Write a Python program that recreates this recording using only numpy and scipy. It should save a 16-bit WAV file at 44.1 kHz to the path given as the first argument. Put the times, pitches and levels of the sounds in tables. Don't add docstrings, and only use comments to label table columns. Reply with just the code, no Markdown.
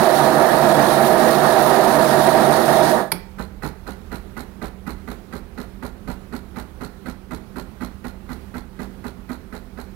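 import sys
import numpy as np
from scipy import signal
from scipy.fft import rfft, irfft, next_fast_len
from scipy.io import wavfile
from scipy.ndimage import uniform_filter1d, map_coordinates

SR = 44100
rng = np.random.default_rng(int(sys.argv[2]) if len(sys.argv) > 2 else 0)


def volts_from_db(level):
    exponent = np.asarray(level, float) / 20
    return 10 ** exponent


def master_out(mix):
    frames = np.transpose(np.atleast_2d(mix))
    ceiling = np.clip(frames, -1, 1)
    pcm = np.round(ceiling * 32767).astype(np.int16)
    wavfile.write(sys.argv[1], SR, pcm)


N = 438794

# (time [s], roar level [dB])
STEAM_FLOW = [
    (0, -15),
    (1, -14.5),
    (2, -14.5),
    (2.92, -15),
    (3.01, -20),
    (3.1, -36),
]
# (frequency [Hz], density [dB per Hz])
ROAR_COLOUR = [(35, -71), (60, -30), (138, -21), (233, -3.5), (264, -16), (362, -0.5), (431, -10.5),
               (639, -2), (849, -7.5), (1730, -18.5), (2600, -39.5), (3380, -41.5), (5720, -120)]
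# (frequency [Hz], width [Hz], level over the colour [dB])
GLASS_MODES = [(142.4, 15, 13.5), (200, 47, 2.5), (234.6, 9, 6), (244.5, 17, -18.5), (299, 21, 10.5),
               (308, 10, -17), (358, 16, 0), (437, 21, -6), (465, 80, 2.5), (568, 21, -13.5),
               (624.8, 31, 6.5), (679, 42, 3.5), (780, 36, 4.5), (850, 31, -3), (890, 12, -2),
               (951, 91, 5.5), (988, 19, -13.5), (1072, 8.2, -20), (1290, 22, -6), (1233, 35, 5),
               (1334, 22, 6), (1710, 110, 1), (1696, 19, 7.5), (1863, 79, 8)]
# (frequency [Hz], level against the roar [dB])
AIR_COLUMN = [(145, -18), (241, -17)]
# (frequency [Hz], density [dB per Hz])
HISS_COLOUR = [(1000, -40), (1800, -6.5), (2360, -12), (2970, -13.5), (4230, -9.5), (7570, -19),
               (10300, -14), (13100, -18.5), (16000, -19.5)]
# (frequency [Hz], width [Hz], level over the colour [dB])
NOZZLE_MODES = [(3440, 59, 4.5), (3774, 43, 9), (4160, 630, 3), (6560, 220, 2), (8880, 320, 8.5),
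                (11800, 310, 9)]
# (time [s], peak level [dB])
VALVE_SNAP = [
    (3.118, -7.5),
]


def steam():
    flow_db = curves(STEAM_FLOW)[0]
    swing_db, lift = gulps()
    flowing = np.arange(N) < VALVE_SNAP[0][0] * SR

    roar_db = flow_db + swing_db + 5 + 0.96 * wobble(24.97)
    column = hum(AIR_COLUMN, wander_db=1.0, wander_turns=0.21)
    roar = volts_from_db(roar_db) * (noise(ROAR_COLOUR, GLASS_MODES, patchy_db=0.43) + column)

    lower_hz = 10230 + 170 * lift
    upper_hz = 14130 + 130 * lift
    tones = volts_from_db(1.5 * wobble(9.8)) * whistle(lower_hz, width_hz=300)
    tones += volts_from_db(-3.0 + 3.6 * wobble(8.4)) * whistle(upper_hz, width_hz=250)
    tone_db = -14 + 1.6 * lift

    hiss_db = -33 + 1.35 * (flow_db - STEAM_FLOW[0][1]) + 0.49 * swing_db
    sputter_db = 0.79 * wobble(26.72) + 0.86 * wobble(140)
    hiss = noise(HISS_COLOUR, NOZZLE_MODES, patchy_db=1.0) + volts_from_db(tone_db) * tones
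    return flowing * (roar + volts_from_db(hiss_db + 7.5 + sputter_db) * hiss)


# (time [s], size [dB])
MILK_GULPS = [
    (.1, 0),
    (.73, -2.3),
    (0.971, 1),
    (1.199, 0.8),
    (1.659, 2),
    (1.99, 1),
    (2.238, 1.8),
    (2.68, 3),
]


def gulps():
    sag_s, surge_s, sing_s = 0.045, 0.034, 0.12
    early = N // 3
    swing_db, lift = np.zeros((2, N))
    for start, db in MILK_GULPS:
        t = np.arange(early) / SR - start
        sag = -np.exp(-abs(t) / sag_s)
        surge = np.exp(-abs(t) / surge_s)
        swing_db[:early] += db * np.where(t < 0, sag, surge)
        lift[:early] += db * np.exp(-((t / sing_s) ** 2) ** 2)
    return swing_db, lift


def whistle(hz, width_hz):
    hops = np.repeat(rng.standard_normal(N // 2000 + 1), 2000)[:N]
    turn = np.exp(2j * np.pi * np.cumsum(hz + 190 * hops) / SR)
    a, b = filtered(rng.standard_normal((2, 2, N)), lambda f: 1 / (1 + (f / width_hz) ** 2))
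    return unit(np.real((a + 1j * b) * turn))


# (frequency [Hz], density [dB per Hz])
CRACK_COLOUR = [(120, -30), (200, -25), (880, 5.5), (1500, -10), (2280, -5.5), (3500, -10), (4700, -3.5),
                (5800, -12.5), (7070, -30), (9300, 2.5), (13400, -4.5), (16000, -23)]
# (frequency [Hz], width [Hz], level over the colour [dB])
SOLENOID_MODES = [(865, 180, 7), (1410, 160, 17), (2330, 230, 13), (4470, 360, 9), (5500, 300, 7.5)]
# (frequency [Hz], density [dB per Hz])
KNOCK_COLOUR = [(60, -44), (120, -8.5), (180, -1), (250, -4.5), (400, -9), (600, -15.5), (1000, -15.5),
                (1500, -19), (2100, -22.5), (3000, -34.5), (5000, -42.5)]
# (frequency [Hz], width [Hz], level over the colour [dB])
HOUSING_MODES = [(316, 16, -2), (412.4, 55, 6), (523, 14, 6.5), (616, 20, 7), (816, 160, 6), (998, 59, 5),
                 (1090, 33, 1.5), (1370, 110, 4), (1420, 87, 7), (1720, 50, 2), (1950, 37, 7)]


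def valve():
    s, db = VALVE_SNAP[0]
    crack = bursts([s, s + 0.0034], [db + 4.5, db - 1.5], rise=0.00034, t60=0.02)
    crack = crack * noise(CRACK_COLOUR, SOLENOID_MODES)
    jolt = bursts([s + 0.004], [-19], rise=0.008, t60=0.17)
    thud = jolt * np.sin(2 * np.pi * 177 * np.arange(N) / SR)
    shake = bursts([s + 0.0059], [db - 15.0], rise=0.0056, t60=0.23) * noise(KNOCK_COLOUR, HOUSING_MODES)
    return crack + thud + shake


# (delay from landing [s], level [dB], drift as the water warms [dB per s])
BALL_BOUNCES = [
    (-.038, -10.5, 0),
    (-.030, -5, -1.1),
    (-.013, -7, .6),
    (0, -3, 0.09),
    (.013, -9, -0.5),
    (.026, -14, 0),
]
# (frequency [Hz], density [dB per Hz])
TICK_COLOUR = [(1500, -6.5), (3000, -13), (6000, -13), (9000, -12), (15500, -14.5), (16500, -60)]
# (frequency [Hz], width [Hz], level over the colour [dB])
BALL_MODES = [(4153, 1040, 13.5), (4120, 320, 2.5), (11350, 1100, 8)]


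def pump(blows):
    s, db = np.transpose(blows)[:2]
    rattle = bursts([s - 0.016, s - 0.0012, s + 0.0092], [db - 11, db + 4.5, db - 2.0], rise=0.0068, t60=0.21)
    rattle = rattle * noise(KNOCK_COLOUR, HOUSING_MODES)
    rattle *= volts_from_db(1.94 * wobble(170) - 1.12)

    landing, tick_db = s + 0.0375, db - 5
    delay, bounce_db, drift_db = np.transpose(BALL_BOUNCES)
    strength_db = tick_db[:, None] + bounce_db + drift_db * (s[:, None] - s[0])
    strength_db += 0.9 * rng.standard_normal(strength_db.shape)
    ticks = bursts(landing[:, None] + delay, strength_db + 3.5, rise=0.00059, t60=0.036)
    return contacts(blows) + rattle + ticks * noise(TICK_COLOUR, BALL_MODES)


# (time [s], peak level [dB])
PUMP_RESTARTS = [
    (3.386, -28.5),
    (3.624, -26.5),
    (3.636, -33),
    (3.868, -28),
    (5.077, -29.5),
    (6.56, -29),
    (8.043, -30),
    (9.526, -32),
]
# (level [dB], level [dB])
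BOOM_DB = (-13.5, -4)
# (pitch [Hz], pitch [Hz])
BOOM_HZ = (232.4, 246.2)


def strokes():
    beat_s, build_s = 0.2498, 2
    start, level_db = np.transpose(PUMP_RESTARTS)
    ends = np.append(start[1:], N / SR) - beat_s / 2
    rounds = [np.arange(a, max(a + 1 / SR, b), beat_s) for a, b in zip(start, ends)]
    s = np.concatenate(rounds)
    last = np.concatenate([(r == r[-1]) & (len(r) > 2) for r in rounds])
    pressure = 1 - np.exp(-(s - s[0]) / build_s)
    chance = rng.standard_normal((len(s), 4))
    db = np.repeat(level_db, [len(r) for r in rounds])
    db = db + 0.5 * (1 - pressure) + 0.4 * chance[:, 0]
    boom_db = np.interp(pressure, [0, 1], BOOM_DB) + 3.5 * last + 0.52 * chance[:, 1]
    boom_hz = np.interp(pressure, [0, 1], BOOM_HZ) + 3 * chance[:, 2]
    contact_db = 3 + chance[:, 3]
    return np.transpose([s, db, boom_db, boom_hz, contact_db])


# (frequency [Hz], level [dB], t60 [s])
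ARMATURE_MODES = [(1255, -2.5, 0.076), (1536, -4.5, 0.084), (1690, -11, 0.073), (1970, 1.5, 0.027),
                  (2500, -11, 0.042)]


def contacts(blows):
    ring, t = np.zeros(N + SR), np.arange(SR // 8) / SR
    hz, mode_db, t60 = np.transpose(ARMATURE_MODES)[:, :, None]
    chances = rng.standard_normal((len(blows), 2, len(ARMATURE_MODES), 1))
    onset = 1 - np.exp(-t / 0.0053)
    for (start, db, _, _, contact_db), (level_chance, pitch_chance) in zip(blows, chances):
        decay = volts_from_db(mode_db + 0.53 * level_chance - 60 * t / t60)
        modes = decay * np.sin(2 * np.pi * hz * (1 + 0.022 * pitch_chance) * t)
        first = round((start - 0.003) * SR)
        ring[first:][:len(t)] += volts_from_db(db + contact_db) * onset * modes.sum(axis=0)
    return ring[:N]


def booms(blows):
    boom, t = np.zeros(N + SR), np.arange(SR // 4) / SR
    travel = np.minimum(t / 0.044, 1)
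    flutter = 1 + 0.5 * np.cos(2 * np.pi * (t - 0.058) / 0.0268)
    swell = np.sin(np.pi * travel) + volts_from_db(-5.5) * travel * flutter * volts_from_db(-60 * t / 0.5)
    counter = np.sin(2 * np.pi * 60 * t) * np.sin(np.pi * np.minimum(t / 0.11, 1))
    for start, level_db, boom_db, hz, _ in blows:
        housing = volts_from_db(boom_db + 8.0) * swell * np.sin(2 * np.pi * hz * t)
        first = round((start - 0.004) * SR)
        boom[first:][:len(t)] += volts_from_db(level_db) * (housing + volts_from_db(-3.5) * counter)
    return boom[:N]


# (frequency [Hz], t60 [s])
WALL_DECAY = [(100, 0.53), (500, 0.6), (2000, 0.49), (5000, 0.37), (10000, 0.19), (16000, 0.32)]


def walls(x):
    hz, t, z = signal.stft(rng.standard_normal((2, SR // 2)), SR, nperseg=256)
    decay = volts_from_db(-60 * t / along(WALL_DECAY, hz)[:, None])
    tail = signal.istft(z * decay, SR, nperseg=256)[1]
    late = np.pad(x, ((0, 0), (260, 0)))
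    return signal.fftconvolve(late, tail / np.linalg.norm(tail[0]), axes=1)[:, :N]


# (frequency [Hz], density [dB per Hz])
AIR_COLOUR = [(60, -31), (100, -10.5), (200, -2.5), (276, -10), (396, -8.5), (460, -17), (1300, -21),
              (2840, -31), (4070, -33), (7370, -40.5), (11500, -37), (16000, -40)]
# (frequency [Hz], width [Hz], level over the colour [dB])
FRIDGE_MODES = [(116, 8.7, -7), (209, 21, 4), (385, 25, 2.5), (506, 18, 7.5)]
# (frequency [Hz], level [dB rms])
FRIDGE_MOTOR = [(119.5, -52), (191.5, -43)]
# (frequency [Hz], density [dB per Hz])
RUMBLE_COLOUR = [(8.8, -54), (15, -49), (34, 1.5), (54, -3.5), (74, 0.5), (103, -10.5), (130, -28),
                 (170, -33), (290, -120)]
# (time [s], level [dB])
PHONE_GAIN = [
    (0, -12),
    (3.3, -6),
    (3.5, -1),
    (9.95, -4),
]


def kitchen():
    air = volts_from_db(-41 + 1.2 * wobble(4.4)) * noise(AIR_COLOUR, FRIDGE_MODES, patchy_db=-1.2)
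    rumble = volts_from_db(-35.5 + 0.61 * wobble(6)) * noise(RUMBLE_COLOUR)
    motor = hum(FRIDGE_MOTOR, wander_db=2.0, wander_turns=0.1)
    return air + motor + volts_from_db(curves(PHONE_GAIN)[0]) * rumble


def hum(lines, wander_db, wander_turns):
    t, tones = np.arange(N) / SR, np.zeros(N)
    for hz, db in lines:
        level = volts_from_db(db + 2 + wander_db * wobble(7))
        tones += level * np.sin(2 * np.pi * (hz * t + wander_turns * wobble(5)))
    return tones


def unit(x):
    return x / np.sqrt(np.mean(x ** 2) + 1e-20)


def along(points, hz):
    f, v = np.transpose(points)
    return np.interp(np.log(hz + 1), np.log(f + 1), v)


def curves(rows):
    s, *cols = np.transpose(rows)
    return [np.interp(np.arange(N) / SR, s, c) for c in cols]


def wobble(rate):
    coarse = np.arange(0, N + 64, 64)
    knots = rng.standard_normal(int(N * rate / SR) + 6)
    return np.interp(np.arange(N), coarse, map_coordinates(knots, [coarse * rate / SR]))


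def filtered(x, response):
    m = next_fast_len(N + SR // 2)
    return irfft(rfft(x, m) * response(np.fft.rfftfreq(m, 1 / SR)), m)[..., :N]


def noise(spectrum, modes=(), patchy_db=None):
    pair = rng.standard_normal((2, N))
    if patchy_db:
        z = signal.stft(pair, nperseg=512)[2]
        field = uniform_filter1d(rng.standard_normal(z.shape[1:]), size=6, axis=0)
        field = uniform_filter1d(field, size=8, axis=1)
        pair = signal.istft(z * volts_from_db(patchy_db * unit(field)), nperseg=512)[1][:, :N]

    def colour(hz):
        peaks_db = sum(db / (1 + (2 * (hz - centre) / width) ** 2) for centre, width, db in modes)
        return volts_from_db(along(spectrum, hz) + peaks_db)

    return unit(filtered(pair, colour))


def bursts(times, levels_db, rise, t60):
    marks, t = np.zeros(N + SR), np.arange(SR // 2) / SR
    np.add.at(marks, np.round(np.ravel(times) * SR).astype(int), volts_from_db(np.ravel(levels_db)))
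    shape = (1 - np.exp(-t / rise)) * volts_from_db(-60 * t / t60)
    return signal.fftconvolve(marks, shape)[:N]


def ports(pair, alike, left_db):
    def blend(hz):
        share = np.clip(along(alike, hz), 0, 1)
        return volts_from_db(along(left_db, hz)) * np.array([share, np.sqrt(1 - share ** 2)])

    return np.array([filtered(pair, blend).sum(axis=0), pair[0]])


# (frequency [Hz], likeness [-1 to 1])
STEAM_LIKENESS = [(60, 0.42), (130, 0.96), (290, 0.99), (640, 0.73), (1410, 0.46), (3100, -0.44),
                  (6820, 0.096), (15000, -0.19)]
# (frequency [Hz], level [dB])
STEAM_LEFT = [(60, -15), (110, -18), (200, -17), (380, -17.5), (700, -14), (1290, -19), (2380, -11.5),
              (4400, -15.5), (8120, -10.5), (15000, -24.5)]
# (frequency [Hz], likeness [-1 to 1])
PUMP_LIKENESS = [(60, 1), (130, 0.74), (290, 0.71), (640, 0.59), (1410, -0.48), (3100, -0.16),
                 (6820, -0.56), (15000, 0.01)]
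# (frequency [Hz], level [dB])
PUMP_LEFT = [(60, -16), (110, -25), (200, -21), (380, -18.5), (700, -16.5), (1290, -20.5), (2380, -12.5),
             (4400, -23), (8120, -9.5), (15000, -22)]


def scene():
    blows = strokes()
    snap, knocks = valve(), pump(blows)
    echo = walls(volts_from_db(-12.5) * snap + volts_from_db(-11.5) * knocks)
    hits = snap + knocks + booms(blows) + echo
    jet = ports(steam(), STEAM_LIKENESS, STEAM_LEFT)
    return jet + ports(hits + kitchen(), PUMP_LIKENESS, PUMP_LEFT)


def low_pass(x):
    return signal.sosfilt(signal.butter(12, 17000, fs=SR, output="sos"), x)


def record(dry):
    soft = dry / (1 + np.abs(dry / 0.65) ** 3.2) ** (1 / 3.6)
    mix = filtered(soft, lambda hz: hz < 15830)
    return low_pass(mix)


dry = scene()
out = record(dry)
master_out(out)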